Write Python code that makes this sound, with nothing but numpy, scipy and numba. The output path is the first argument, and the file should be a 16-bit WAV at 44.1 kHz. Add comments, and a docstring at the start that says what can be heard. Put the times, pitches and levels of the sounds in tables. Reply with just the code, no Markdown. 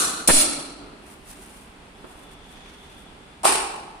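"""Two-cup suction lifters let go of a stone floor in a bare, echoing room, a few metres from a phone.
Two release levers snap open: the first just before the start, so we hear its echo, the second with a
gulp of air and an echo that briefly swells. The lifters are picked up with soft bumps, scuffs and
rustling clothes, then clapped together. The room rings after each blow, over a steady murmur of air,
and the phone's limiter turns the loudest moments down."""
import sys
import numpy as np
from scipy import signal
from scipy.fft import rfft, irfft
from scipy.io import wavfile
from scipy.ndimage import uniform_filter1d
from numba import njit

SR = 44100
rng = np.random.default_rng(int(sys.argv[2]) if len(sys.argv) > 2 else 0)


def dump(signal):
    """Clip the signal to [-1, 1] and save it as 16-bit WAV at the path in sys.argv[1]."""
    limited = np.clip(np.atleast_2d(signal).T, -1, 1)
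    pcm = np.round(limited * 32767).astype(np.int16)
    wavfile.write(sys.argv[1], SR, pcm)


N = 176400
T = np.arange(N) / SR
HZ = np.maximum(np.fft.rfftfreq(N, 1 / SR), 1)
ATTACK_S, ROOM_BUILD_S = 0.006, 0.0057  # how long a burst and its echo take to build up
FINE_RIPPLE, HOLLOW_RIPPLE = dict(depth_db=3, spacing_hz=30.24), dict(depth_db=2.2, spacing_hz=170)


def undb(db):
    """Turn decibels into a number to multiply by."""
    return 10 ** (np.asarray(db) / 20)


def over_hz(points):
    """Join (frequency, value) points into a curve over all frequencies."""
    hz, value = np.array(points, float).T
    return np.interp(np.log(HZ), np.log(hz), value)


def smooth_random(count, span):
    """Random values, smoothed over `span` neighbours, with a typical size of 1."""
    curve = uniform_filter1d(uniform_filter1d(rng.standard_normal(count), span), span)
    return curve / curve.std()


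def wobble(rate_hz):
    """A random drift up and down; a higher rate moves faster."""
    return smooth_random(N, int(SR / rate_hz))


def ripple(depth_db, spacing_hz):
    """Crowded resonances of the lifters and the room: small peaks and dips, weaker in the bass."""
    peaks = np.minimum(smooth_random(len(HZ), int(spacing_hz * N / SR)), np.sqrt(2))
    return undb(depth_db * peaks * np.minimum(HZ / 1500, 1))


def swell(start, rise_s):
    """The time since a sound began, and its fade-in from 0 to 1."""
    age = np.maximum(T - start, 0)
    return age, 1 - np.exp(-age / rise_s)


def die_away(age, ring_s):
    """A fade that drops 60 dB in the ring time."""
    return np.exp(-np.log(1000) * age / ring_s)


def hump(centre_s, half_length_s):
    """A smooth rise and fall."""
    return np.exp(-((T - centre_s) / half_length_s) ** 2)


# how alike left and right are: f/Hz, likeness (0 unrelated, 1 the same)
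STEREO_LIKENESS = [(50, 1), (130, 1), (250, 1), (550, 0.54), (1100, 0.047), (4000, 0.012), (12000, 0.024)]
# how much louder the left is than the right: f/Hz, level/dB
STEREO_BALANCE = [(50, -3), (130, -4), (250, -2.6), (550, -2.8), (1100, .4), (4000, .2), (9000, -.7),
                  (14000, .5)]
DIRECT_LIKENESS = 0.15  # for sound that comes straight from the source


def noise(colour, likeness=None):
    """Stereo noise of a set strength; its colour says only how bass and treble compare."""
    alike = np.clip(over_hz(STEREO_LIKENESS) if likeness is None else likeness, -.95, .95)
    middle, side = rfft(rng.standard_normal((2, N))) * colour
    left_right = np.array([[1], [-1]])
    spectrum = middle + left_right * side * np.sqrt((1 - alike) / (1 + alike))
    sound = irfft(spectrum * undb(left_right * over_hz(STEREO_BALANCE) / 2), N)
    return sound / sound.mean(0).std()


# how long the room rings: f/Hz, ring time/s
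ROOM_RING_TIMES = [(100, 1.23), (300, 1.205), (800, 1.16), (1800, 0.9), (4000, 0.83), (7000, .64),
                   (10000, 0.58), (15000, 0.23)]


def echo(colour, start):
    """Many reflections build up, flutter and die away, the treble first."""
    age, onset = swell(start, ROOM_BUILD_S)
    reflections, out = rfft(noise(colour)), 0
    for band_hz, ring_s in ROOM_RING_TIMES:
        band = over_hz([(hz, hz == band_hz) for hz, _ in ROOM_RING_TIMES])
        out = out + irfft(reflections * band, N) * die_away(age, ring_s)
    return out * onset * undb(wobble(rate_hz=139))


def blow(colour_table, start, direct_db, room_db, decay_s, rise_s=ATTACK_S):
    """One knock: a short crackling burst and the room's answer."""
    colour = undb(over_hz(colour_table))
    age, onset = swell(start, rise_s)
    crackle = noise(colour, DIRECT_LIKENESS) * undb(wobble(rate_hz=950))
    burst = crackle * onset * np.exp(-age / decay_s)
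    room = echo(colour * ripple(**FINE_RIPPLE) * ripple(**HOLLOW_RIPPLE), start)
    return undb(direct_db) * burst + undb(room_db) * room


def hollow_tones(table, start):
    """A struck or freed cup rings: its tones waver and fade, a little out of step left and right."""
    waver_db, waver_hz, drift_radians = 4, 21, 0.86
    age, onset = swell(start, rise_s=0.0045)
    out = 0
    for hz, db, ring_s in table:
        phase = rng.uniform(0, 2 * np.pi) + drift_radians * np.array([wobble(waver_hz) for _ in "LR"])
        level = undb(db + waver_db * wobble(waver_hz)) * die_away(age, ring_s)
        out = out + level * np.sin(2 * np.pi * hz * age + phase)
    return out * onset


# the two snaps: t/s, direct level/dB, echo level/dB, decay/s, change to the ringing level/dB
LEVER_SNAPS = [(-.06, -9, -14, 0.014, -3.5), (0.2743, -9.5, -6.5, 0.01, -0.5)]
# the bright tone heard at each snap: f/Hz, level/dB
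# (the gap near 11-12 kHz and the bump near 14 kHz, milder in the first, do not come from the levers)
FIRST_SNAP_AS_HEARD = [(59, -42), (100, -31.5), (152, -9.5), (222, -8.5), (257, -13.5), (297, -7.5),
                       (492, -12), (718, -9.5), (904, -17.5), (1090, -7.5), (1400, -6), (1660, -17),
                       (2800, -14), (3050, -15.5), (3390, -11), (4180, -11.5), (4730, -18), (6090, -8.5),
                       (8880, -2), (10500, -5), (11700, -15), (14100, -12), (15000, -40)]
SECOND_SNAP_AS_HEARD = [(59, -67), (100, -34), (200, -19), (227, -15), (257, -5.5), (291, -4), (407, -28.5),
                        (607, -11), (764, -19), (1320, -21), (1700, -27), (2420, -12), (2800, -15.5),
                        (2970, -21), (3200, -14), (3680, -18), (4180, -10), (4640, -14.5), (7050, -11),
                        (8600, -5), (9400, 0), (10450, -4), (11000, -48), (14100, -8.5), (15000, -34)]
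# the pitches a lifter rings at: f/Hz, width/Hz, level/dB
LIFTER_RINGS = [(290, 120, -35), (1335, 150, -35.5), (2860, 45, -42), (4260, 620, -28.5)]


def levers():
    """Each lever snaps open and sets the lifter ringing a little longer than the room."""
    heard = FIRST_SNAP_AS_HEARD, SECOND_SNAP_AS_HEARD
    out = sum(blow(tone, *snap[:4]) for tone, snap in zip(heard, LEVER_SNAPS))
    for hz, width_hz, db in LIFTER_RINGS:
        ring_s = 1.3 * np.interp(hz, *np.array(ROOM_RING_TIMES).T)
        level = 0
        for start, *_, change_db in LEVER_SNAPS:
            age, onset = swell(start, ROOM_BUILD_S)
            level = level + undb(db + change_db) * onset * die_away(age, ring_s)
        out = out + level * pitched_noise(hz, width_hz)
    return out


def pitched_noise(hz, width_hz):
    """Noise gathered around one pitch, as from a resonance."""
    return noise(1 / (1 + ((HZ - hz) / (width_hz / 2)) ** 2))


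# the colour of the building's air: f/Hz, level/dB
AIR_COLOUR = [(12, -47), (20, -1.5), (59, 0.5), (89, -7), (118, -12), (143, -5.5), (205, -3.5), (235, -4.5),
              (270, -6), (302, -2.5), (337, -13), (387, -3.5), (457, -10.5), (540, -13), (796, -10.5),
              (994, -13.5), (1640, -17), (1780, -18.5), (2690, -18.5), (3360, -22), (4690, -27.5),
              (5090, -29), (6360, -34), (9370, -28), (15000, -56.5)]


def building_air():
    """The building's steady murmur of air, with a faint far whine that comes and goes."""
    whine = pitched_noise(hz=3440, width_hz=280) * hump(2.6, .8) * undb(-61 + 2.5 * wobble(rate_hz=11))
    murmur = noise(undb(over_hz(AIR_COLOUR))) * undb(-47.5 + .5 * wobble(rate_hz=16))
    return murmur + whine


# the colour of air rushing under the cup: f/Hz, level/dB
GULP_COLOUR = [(30, 6), (100, -8.5), (250, 4), (700, -2), (1300, 0.5), (2600, -5.5), (4000, -13.5),
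               (8000, -41), (15000, -74)]
# low hollow tones of the freed cup: f/Hz, level/dB, ring time/s
FREED_CUP_TONES = [(288.4, -35.5, 1.85), (347, -33.5, 1.2)]


def gulp():
    """The seal breaks: air rushes past the flapping lip, the pressure dips and rebounds, the cup rings."""
    start, length_s, dip_at = .2855, 0.024, .301
    colour = undb(over_hz(GULP_COLOUR))
    opening = swell(start, ATTACK_S)[1] - swell(start + length_s, ATTACK_S)[1]
    rush = undb(-7) * noise(colour, DIRECT_LIKENESS) * opening
    flaps = lip_flaps(colour, start)
    room = undb(-26.5) * echo(colour, start)
    dip = undb(-16) * hump(dip_at, 0.004)
    rebound = undb(-17) * hump(dip_at + 0.056, 0.034)
    return rush + flaps + room - dip + rebound + hollow_tones(FREED_CUP_TONES, dip_at)


def lip_flaps(colour, start):
    """Passing air flaps the rubber lip four times, unevenly, each flap a sharp puff."""
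    flap_hz, unevenness, puff_s = 171.7, 0.069, 0.00043
    gaps = (1 + unevenness * rng.standard_normal(size=4)) / flap_hz
    times = start + np.cumsum(gaps) - .5 / flap_hz
    puffs = sum((T > at) * np.exp(-np.maximum(T - at, 0) / puff_s) for at in times)
    bass_cut = np.minimum(HZ / flap_hz, 1)
    flaps = irfft(rfft(puffs) * colour * bass_cut, N)
    return -flaps / np.abs(flaps).max()


def snap_echo_swell():
    """The second snap's bright echo swells back up briefly."""
    bright_echo = noise(undb(over_hz(SECOND_SNAP_AS_HEARD)) * ripple(**HOLLOW_RIPPLE))
    return bright_echo * hump(.395, .04) * undb(-20.5 + 2.5 * wobble(rate_hz=160))


# soft bumps of the handle: t/s, direct level/dB, echo level/dB, decay/s
HANDLE_BUMPS = [(0.577, -32, -45.5, .018), (0.809, -43, -47, 0.0094), (0.924, -40, -58, 0.013),
                (2.042, -26, -51, 0.0048)]
# scuffs of rubber and cloth: t/s, level/dB, half length/s
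SCUFFS = [(1.107, -53.5, 0.05), (1.298, -49, 0.033), (1.444, -56, 0.21), (1.565, -63.5, 0.089),
          (2.146, -58.5, 0.14), (2.325, -61, 0.019), (2.518, -58, 0.061), (2.813, -62, 0.17),
          (3.002, -60.5, 0.035)]
# the colours of the bumps, the scuffs, and the clothes' dull shuffle and drier rustle: f/Hz, level/dB
BUMP_COLOUR = [(100, -5), (300, 7.5), (1300, -2.5), (1900, -14), (8000, -43)]
SCUFF_COLOUR = [(1500, -7.5), (4000, -11), (7000, -11), (8800, -3), (10000, -3.5), (11200, -12),
                (15000, -17.5)]
SHUFFLE_COLOUR = [(100, -15), (350, 12), (800, 6), (1400, 4), (2500, -11), (6000, -38)]
RUSTLE_COLOUR = [(200, -2), (900, 4), (3000, 5.5), (5000, -4.5), (6500, -2), (8000, -22), (15000, -37)]


def picking_up():
    """The lifters bump and scuff as they are picked up; clothes rub as the body turns and rises."""
    grain = undb(2 * wobble(rate_hz=250) + 2 * wobble(rate_hz=30))
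    scuff_level = sum(undb(db) * hump(centre, half_length) for centre, db, half_length in SCUFFS)
    scuffs = scuff_level * noise(undb(over_hz(SCUFF_COLOUR)))
    rustle = undb(-56) * hump(2.68, 0.3) * noise(undb(over_hz(RUSTLE_COLOUR)))
    shuffle = undb(-55) * hump(2.2, 0.2) * noise(undb(over_hz(SHUFFLE_COLOUR)))
    bumps = sum(blow(BUMP_COLOUR, *bump) for bump in HANDLE_BUMPS)
    return bumps + grain * (scuffs + rustle) + shuffle


# the frames touch, clack, then rattle as they settle: t/s, direct level/dB, echo level/dB, decay/s, rise/s
FRAME_CLACKS = [(3.432, -31, -39, 0.0076, 0.001), (3.4435, -21.5, -21, 0.0065, 0.001),
                (3.451, -11.5, -18.5, 0.01, 0.00088), (3.501, -22, -39, 0.0037, .0006),
                (3.5216, -17, -35.5, 0.006, 0.0011), (3.555, -18, -46, 0.0057, .0006)]
# air squeezed from between the rubber cups: t/s, direct level/dB, echo level/dB, decay/s, rise/s
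CUP_POPS = [(3.434, -17, -54, 0.028, 0.0095), (3.4522, 6, -25, 0.0034, 0.0054)]
# the colours of the clacks and the pops: f/Hz, level/dB
CLACK_COLOUR = [(59, -68), (100, -42), (176, -16), (208, -17.5), (360, -1.5), (502, -8), (674, -17),
                (735, -12), (825, 3), (983, -6), (1320, -5.5), (1530, -7.5), (1770, -7), (1960, -11.5),
                (2270, -4), (3050, -9), (3530, -11), (4730, -10), (5600, -11), (6400, -15), (9260, 1),
                (11000, -13), (12400, -15.5), (15000, -48)]
POP_COLOUR = [(100, -32.5), (280, -31), (390, -16), (600, -14.5), (735, -3.5), (805, -4), (865, -6),
              (970, -11.5), (1130, -8.5), (1700, -27.5), (5000, -42)]
# hollow tones of the cups clapped together: f/Hz, level/dB, ring time/s
CLAPPED_CUP_TONES = [(375, -38.5, 0.93), (425, -31.5, 0.63), (737, -32, 0.89), (763, -28.5, 1),
                     (805, -30, 1.2), (850, -39, 2), (893, -39.5, 1.8), (1073, -31, 1.2), (1144, -39, 0.67)]


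def clap():
    """The frames clack together; the cups pop against each other and ring on from the last pop."""
    clacks = sum(blow(CLACK_COLOUR, *clack) for clack in FRAME_CLACKS)
    pops = sum(blow(POP_COLOUR, *pop) for pop in CUP_POPS)
    return clacks + pops + hollow_tones(CLAPPED_CUP_TONES, start=CUP_POPS[-1][0])


def scene():
    """Everything heard in the room, added together."""
    return levers() + gulp() + snap_echo_swell() + clap() + picking_up() + building_air()


def record(dry):
    """The phone's limiter sees loud sound coming and turns it down; peaks and the top treble are cut."""
    limit_db, ratio, response_s, look_ahead_s = -13.5, 50, 0.0078, .003
    without_rumble = signal.sosfilt(signal.butter(2, 60, "high", fs=SR, output="sos"), dry)
    level = np.sqrt(np.abs(uniform_filter1d((without_rumble ** 2).mean(0), size=128)))
    step = 1 / (response_s * SR)
    smoothed = signal.lfilter([step], [1, step - 1], level)
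    coming = np.interp(T + look_ahead_s, T, smoothed)
    gain = np.maximum(coming / undb(limit_db), 1) ** (1 / ratio - 1)
    treble_cut = signal.ellip(8, .2, 70, 15300, fs=SR, output="sos")
    return signal.sosfilt(treble_cut, np.clip(dry * gain, -.88, .88))


dry = scene()
out = record(dry)
dump(out)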